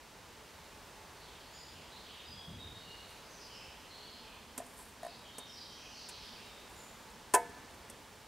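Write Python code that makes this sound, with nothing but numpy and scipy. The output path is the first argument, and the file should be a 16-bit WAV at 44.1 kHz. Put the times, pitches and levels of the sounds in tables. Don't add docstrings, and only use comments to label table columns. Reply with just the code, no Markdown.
import sys
import numpy as np
from scipy import signal
from scipy.fft import rfft, irfft
from scipy.io import wavfile

SR = 44100
rng = np.random.default_rng(int(sys.argv[2]) if len(sys.argv) > 2 else 0)


def master_out(mix):
    frames = np.transpose(np.atleast_2d(mix))
    ceiling = np.clip(frames, -1, 1)
    pcm = np.round(ceiling * 32767).astype(np.int16)
    wavfile.write(sys.argv[1], SR, pcm)


N = 364707
T = np.arange(N) / SR
FREQS = np.fft.rfftfreq(N, 1 / SR)


def undb(db):
    return 10 ** (np.asarray(db) / 20)


def unit(x):
    return x / np.sqrt(np.mean(x ** 2))


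def shape(points):
    hz, db = np.transpose(points)
    return undb(np.interp(np.log(FREQS + 1), np.log(hz), db))


def resonance(hz, width_hz):
    return 1 / (1 + (2 * (FREQS - hz) / width_hz) ** 2)


def colour(x, gain):
    return irfft(rfft(x) * gain, N)


def noise(gain):
    return unit(colour(rng.standard_normal(N), gain))


def walk(rate_hz):
    return noise(np.exp(-(FREQS / rate_hz) ** 2))


def add(out, s, x):
    i = int(s * SR)
    out[i:i + len(x)] += x[:N - i]


def stereo(mid, side, pan_db):
    return np.array([(mid + side) * undb(pan_db / 2), (mid - side) / undb(pan_db / 2)])


def fade(t, t60):
    return np.exp(-np.log(1000) * t / t60)


def swells(rows, attack_s, release_s):
    return sum(undb(db) * np.clip((T - s) / attack_s, 0, 1)
               * np.exp(-np.maximum(T - s - length, 0) / release_s) for s, length, db in rows)


# (f/Hz, level/dB)
JET_SPECTRUM = [(12, -39), (20, -14), (54, 0.5), (92, -3.5), (129, -5.5), (232, -6), (382, -6.5), (427, -5),
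                (788, -6.5), (958, -5), (1340, -9), (1980, -10.5), (4550, -14.5), (7110, -19),
                (15500, -28.5)]
# (f/Hz, bandwidth/Hz, boost/dB)
CAVITY_MODES = [(420, 18, 4), (873.5, 18, 8), (973, 28, 1.5), (1650, 200, 0.5)]
# (f/Hz, side minus mid/dB)
HISS_WIDTH = [(60, -19), (110, -13), (200, -10.5), (380, -12), (700, -14), (1290, -12.5), (2380, -16),
              (4400, -15), (8120, -3.5), (15000, -10)]


def burner_hiss(level_db=-54.5, flicker_db=0.5, drift_db=0.56):
    cavity_db = sum(db * resonance(hz, width) for hz, width, db in CAVITY_MODES)
    spectrum = shape(JET_SPECTRUM) * undb(cavity_db)
    mid = noise(spectrum)
    side = colour(noise(spectrum), shape(HISS_WIDTH))
    roar = colour(mid, 1 / (1 + (FREQS / 1500) ** 4))
    mid = mid + roar * (undb(flicker_db * walk(3.6)) - 1)
    return stereo(mid, side, pan_db=-1.03) * undb(level_db + drift_db * walk(1.0))


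def trees(x, t60, build_s):
    t = T[:SR]
    echoes = rng.standard_normal(SR) * fade(t, t60) * (1 - np.exp(-t / build_s))
    return signal.fftconvolve(x, echoes / np.linalg.norm(echoes))[:N]


# (start/s, end/s)
TWITTER_SPELLS = [(1.15, 4.2), (4.95, 6.45)]


def twitter(per_s=8.9, length_s=0.0796, centre_hz=3490, spread_octaves=.5, depth_hz=298, db=-63.5):
    starts = np.concatenate([np.arange(start, end, 1 / per_s) for start, end in TWITTER_SPELLS])
    for s, (late, length, pitch, depth) in zip(starts, rng.random((len(starts), 4))):
        hz = centre_hz * 2 ** (spread_octaves * (2 * pitch - 1))
        yield s + late / per_s / 2, length_s * (.5 + length), hz, depth_hz * (.5 + depth), db


# (t/s, duration/s, f/Hz, trill depth/Hz, level/dB)
BIRD_NOTES = [(1.201, 0.13, 3550, 346, -63), (1.513, .11, 4900, 260, -57), (1.53, 0.031, 6970, 120, -56.5),
              (1.702, 0.11, 3020, 347, -59), (1.911, 0.073, 3960, 258, -55), (2.026, 0.21, 3125, 422, -57),
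              (2.145, 0.037, 3690, 90, -55), (2.252, 0.052, 4920, 85, -53.5), (2.316, 0.16, 3340, 80, -58),
              (2.577, 0.11, 3755, 74, -52), (2.728, .45, 4230, 249, -66.5), (2.793, 0.17, 2850, 85.4, -58),
              (3.279, 0.16, 6090, 300, -62.5), (3.395, 0.047, 5050, 403, -54),
              (3.459, 0.23, 2965, 221, -58), (3.532, 0.058, 5250, 263, -56), (3.854, 0.36, 4180, 231, -59),
              (3.897, 0.56, 3150, 284, -62.5), (5.011, .15, 4410, 418, -60.5), (5.231, 0.1, 3090, 190, -58),
              (5.322, .1, 3710, 85, -56), (5.451, 0.15, 5300, 450, -56), (5.551, 0.073, 4500, 380, -52.5),
              (5.636, 0.53, 5340, 670, -60), (5.637, .15, 3180, 130, -59.5), (5.764, .13, 2770, 280, -58.5),
              (5.906, 0.24, 4210, 425, -57), (6.067, .22, 3390, 518, -56), (6.166, 0.16, 4900, 473, -59),
              (6.35, 0.062, 2620, 199, -58.5), (6.427, 0.075, 3760, 110, -60.5),
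              (6.757, 0.066, 7070, 120, -59)]


def birds(trill_hz=62, wander=.6, fall=.7, rough_db=3, direct_db=-8, side_db=-13):
    song = np.zeros(N)
    waver, effort = walk(264), undb(rough_db * walk(73))
    for s, length, pitch_hz, depth_hz, db in [*BIRD_NOTES, *twitter()]:
        n, i = int(length * SR), int(s * SR)
        trill = 0.835 * np.sin(2 * np.pi * trill_hz * T[:n]) + wander * waver[i:i + n]
        hz = pitch_hz + depth_hz * (trill + fall * np.linspace(.5, -.5, n))
        swell = signal.windows.tukey(n, .3) * effort[i:i + n]
        add(song, s, undb(db) * unit(swell * np.sin(2 * np.pi * np.cumsum(hz) / SR)))
    mid, side = (trees(song, t60=1.23, build_s=0.00058) for _ in range(2))
    return stereo(mid + undb(direct_db) * song, undb(side_db) * side, pan_db=-0.8)


# (f/Hz, level/dB)
FLUTTER_SPECTRUM = [(20, -29), (50, -7), (80, 3.5), (130, -2), (200, -3.5), (300, -11), (700, -28),
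                    (2000, -66)]
# (t/s, duration/s, level/dB)
VALVE_FLARES = [(1.72, 0.022, -58), (1.84, .08, -73), (2.275, 0.049, -54.5), (2.47, 0.23, -56),
                (2.83, .1, -76)]


def flame_flutter(idle_db=-70.5, gust_db=2.5, side_db=-21.5):
    flaring = undb(idle_db) + swells(VALVE_FLARES, attack_s=0.0068, release_s=0.069)
    flutter = noise(shape(FLUTTER_SPECTRUM)) * flaring * undb(gust_db * walk(20))
    return stereo(flutter, undb(side_db) * flutter, pan_db=-0.5)


# (t/s, duration/s, level/dB)
SLIDES = [(3.07, 0.042, -66), (4.62, 0.14, -65), (4.76, 0.037, -58), (6.67, .2, -67.5), (7.7, .55, -78)]


def scrapes(grain_db=3.0, side_db=-14):
    rasp = shape([(1000, -25), (5500, -18), (8500, -1), (11000, -4), (13500, -10), (15500, -19)])
    slips = swells(SLIDES, attack_s=.03, release_s=0.076) * unit(undb(grain_db * walk(700)))
    return stereo(noise(rasp), undb(side_db) * noise(rasp), pan_db=0) * slips


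def drone(start_s=3.9, rise_s=0.34, hz=232, width_hz=45, level_db=-70.5, waver_db=2):
    envelope = np.clip((T - start_s) / rise_s, 0, 1) * undb(level_db + waver_db * walk(2.6))
    return stereo(noise(resonance(hz, width_hz)) * envelope, 0, pan_db=-4.5)


# (t/s, tick level/dB, pan level/dB, stove body level/dB, chatter/s)
STEEL_IMPACTS = [(4.578, -36, -54, -47, 0.0022), (4.663, -56, -68, -70, .001),
                 (4.79, -58, -53, -76, 0.0018), (5.383, -41.5, -52, -55, 0.0015),
                 (6.087, -48.5, -70, -67, 0.0095), (7.3375, -28.5, -50, -55, .002),
                 (7.3391, -27, -15, -58, 0.0089), (7.3483, -25.5, -47, -65, 0.0021),
                 (7.4948, -59, -56, -57, .001), (7.8984, -47, -64, -65, 0.0028)]


def clicks(stand_share_db=-14):
    for s, tick_db, pan_db, body_db, chatter_s in STEEL_IMPACTS:
        yield s, *undb([pan_db, body_db + stand_share_db, body_db, tick_db]), chatter_s


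# (t/s, duration/s, first thud level/dB, growth/(dB/s))
ROCKING_RUNS = [(4.601, .02, -35, -600), (5.031, .04, -34.5, 25), (7.344, .04, -31, -30)]


def rocking(first_gap_s=.0176, gap_ratio=0.92, contact_s=0.0017,
            pan_db=-19.5, canister_db=-32, tick_db=-20.5):
    gaps = first_gap_s * gap_ratio ** np.arange(8)
    delays = np.cumsum(gaps) - gaps
    shares = undb([pan_db, 0, canister_db, tick_db])
    for s, length, db, growth in ROCKING_RUNS:
        for delay in delays[delays < length]:
            yield s + delay, *(undb(db + growth * delay) * shares), contact_s


def handling_ticks(start_s=4.6, end_s=8.1, per_s=3, loudest_db=-60, spread_db=8, contact_s=.001):
    span_s = end_s - start_s
    for when, softness in rng.random((int(span_s * per_s), 2)):
        yield start_s + when * span_s, 0, 0, 0, undb(loudest_db - spread_db * softness), contact_s


def ring(modes, t):
    return sum(undb(db) * fade(t, t60) * np.sin(2 * np.pi * hz * t) for hz, db, t60 in modes)


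# (f/Hz, level/dB, T60/s)
PAN_MODES = [(345, -19, .12), (378, -8, .07), (405, -7.5, .09), (481, -18, .36), (535, -14, .11),
             (692, -9, .22), (724, -8, .16), (876, -9, .17), (910, -10, .25), (998, 2, .115),
             (1281, -24, .22), (1508, -14, .13), (1557, -14, .12), (1680, -26, .3), (1742, -9, .1),
             (1815, -24, .2), (2035, -29, .25), (2216, -31, .42), (2600, -20, .1), (3150, -22, .07)]
STAND_MODES = [(655, -2, 0.048), (690, -8.5, 0.13), (1815, -12, 0.033)]
CANISTER_MODES = [(256, 8, 0.077), (421, 5, 0.086)]
RIM_MODES = [(6140, -16, 0.097), (6270, 1, .09), (8400, -25, 0.063), (8500, -19, 0.043), (8837, -18, .07),
             (9123, -14, 0.049), (9340, -23, 0.056), (9800, -6, .08), (10000, -13, 0.047),
             (10500, -27, 0.064), (11100, 4, .06), (12400, -13, 0.1), (13200, -12, .05)]
# (f/Hz, level/dB)
TICK_SPECTRUM = [(100, -24), (280, -6), (450, 10), (1000, 4), (2000, -5), (2800, -1.5), (4200, -9),
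                 (6300, -0.5), (8200, 6), (9400, 5.5), (11000, 0), (13500, -7), (15500, -18)]
# (f/Hz, level/dB)
WOOD_RESPONSE = [(100, 20), (260, 18), (420, 1.5), (1000, -5), (1650, 5.5), (3000, -1), (8000, -9),
                 (15000, -31)]
# (f/Hz, left minus right/dB)
DIRECTIVITY = [(60, -0.5), (110, 10), (200, -1), (380, -4), (700, 2.5), (1290, -0.5), (2380, -1), (4400, 3),
               (8120, -0.5), (15000, 1)]


def knocks(tick_t60=0.044, tail_t60=0.27, tail_db=-23, rim_share_db=-27,
           wet_db=-23, side_db=-17, wet_side_db=-11):
    t = T[:SR]
    body, tick_power = np.zeros(N), np.zeros(N)
    rings = np.array([ring(modes, t) for modes in (PAN_MODES, STAND_MODES, CANISTER_MODES, RIM_MODES)])
    for s, pan, stand, canister, tick, chatter_s in [*clicks(), *rocking(), *handling_ticks()]:
        gains = np.array([pan, stand, canister, tick * undb(rim_share_db)])
        build = 1 - np.exp(-2 * t / chatter_s)
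        add(body, s, build * (gains @ rings))
        free_s = np.maximum(t - chatter_s, 0)
        decay = fade(free_s, tick_t60) + undb(tail_db) * fade(free_s, tail_t60)
        add(tick_power, s, (tick * decay) ** 2)
    ticks, ticks_side = (noise(shape(TICK_SPECTRUM)) * np.sqrt(tick_power) for _ in range(2))
    direct = body + ticks
    reflected = undb(wet_db) * colour(direct, shape(WOOD_RESPONSE))
    echo, echo_side = (trees(reflected, t60=1., build_s=0.076) for _ in range(2))
    left_over_right = shape(DIRECTIVITY)
    lean = colour(direct, (left_over_right - 1) / (left_over_right + 1))
    side = lean + undb(side_db) * ticks_side + undb(wet_side_db) * echo_side
    return stereo(direct + echo, side, pan_db=-0.7)


def scene():
    return burner_hiss() + birds() + flame_flutter() + scrapes() + drone() + knocks()


def record(dry):
    cutoff_hz = 15650
    return signal.sosfilt(signal.ellip(10, .1, 70, cutoff_hz, fs=SR, output="sos"), dry)


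dry = scene()
out = record(dry)
master_out(out)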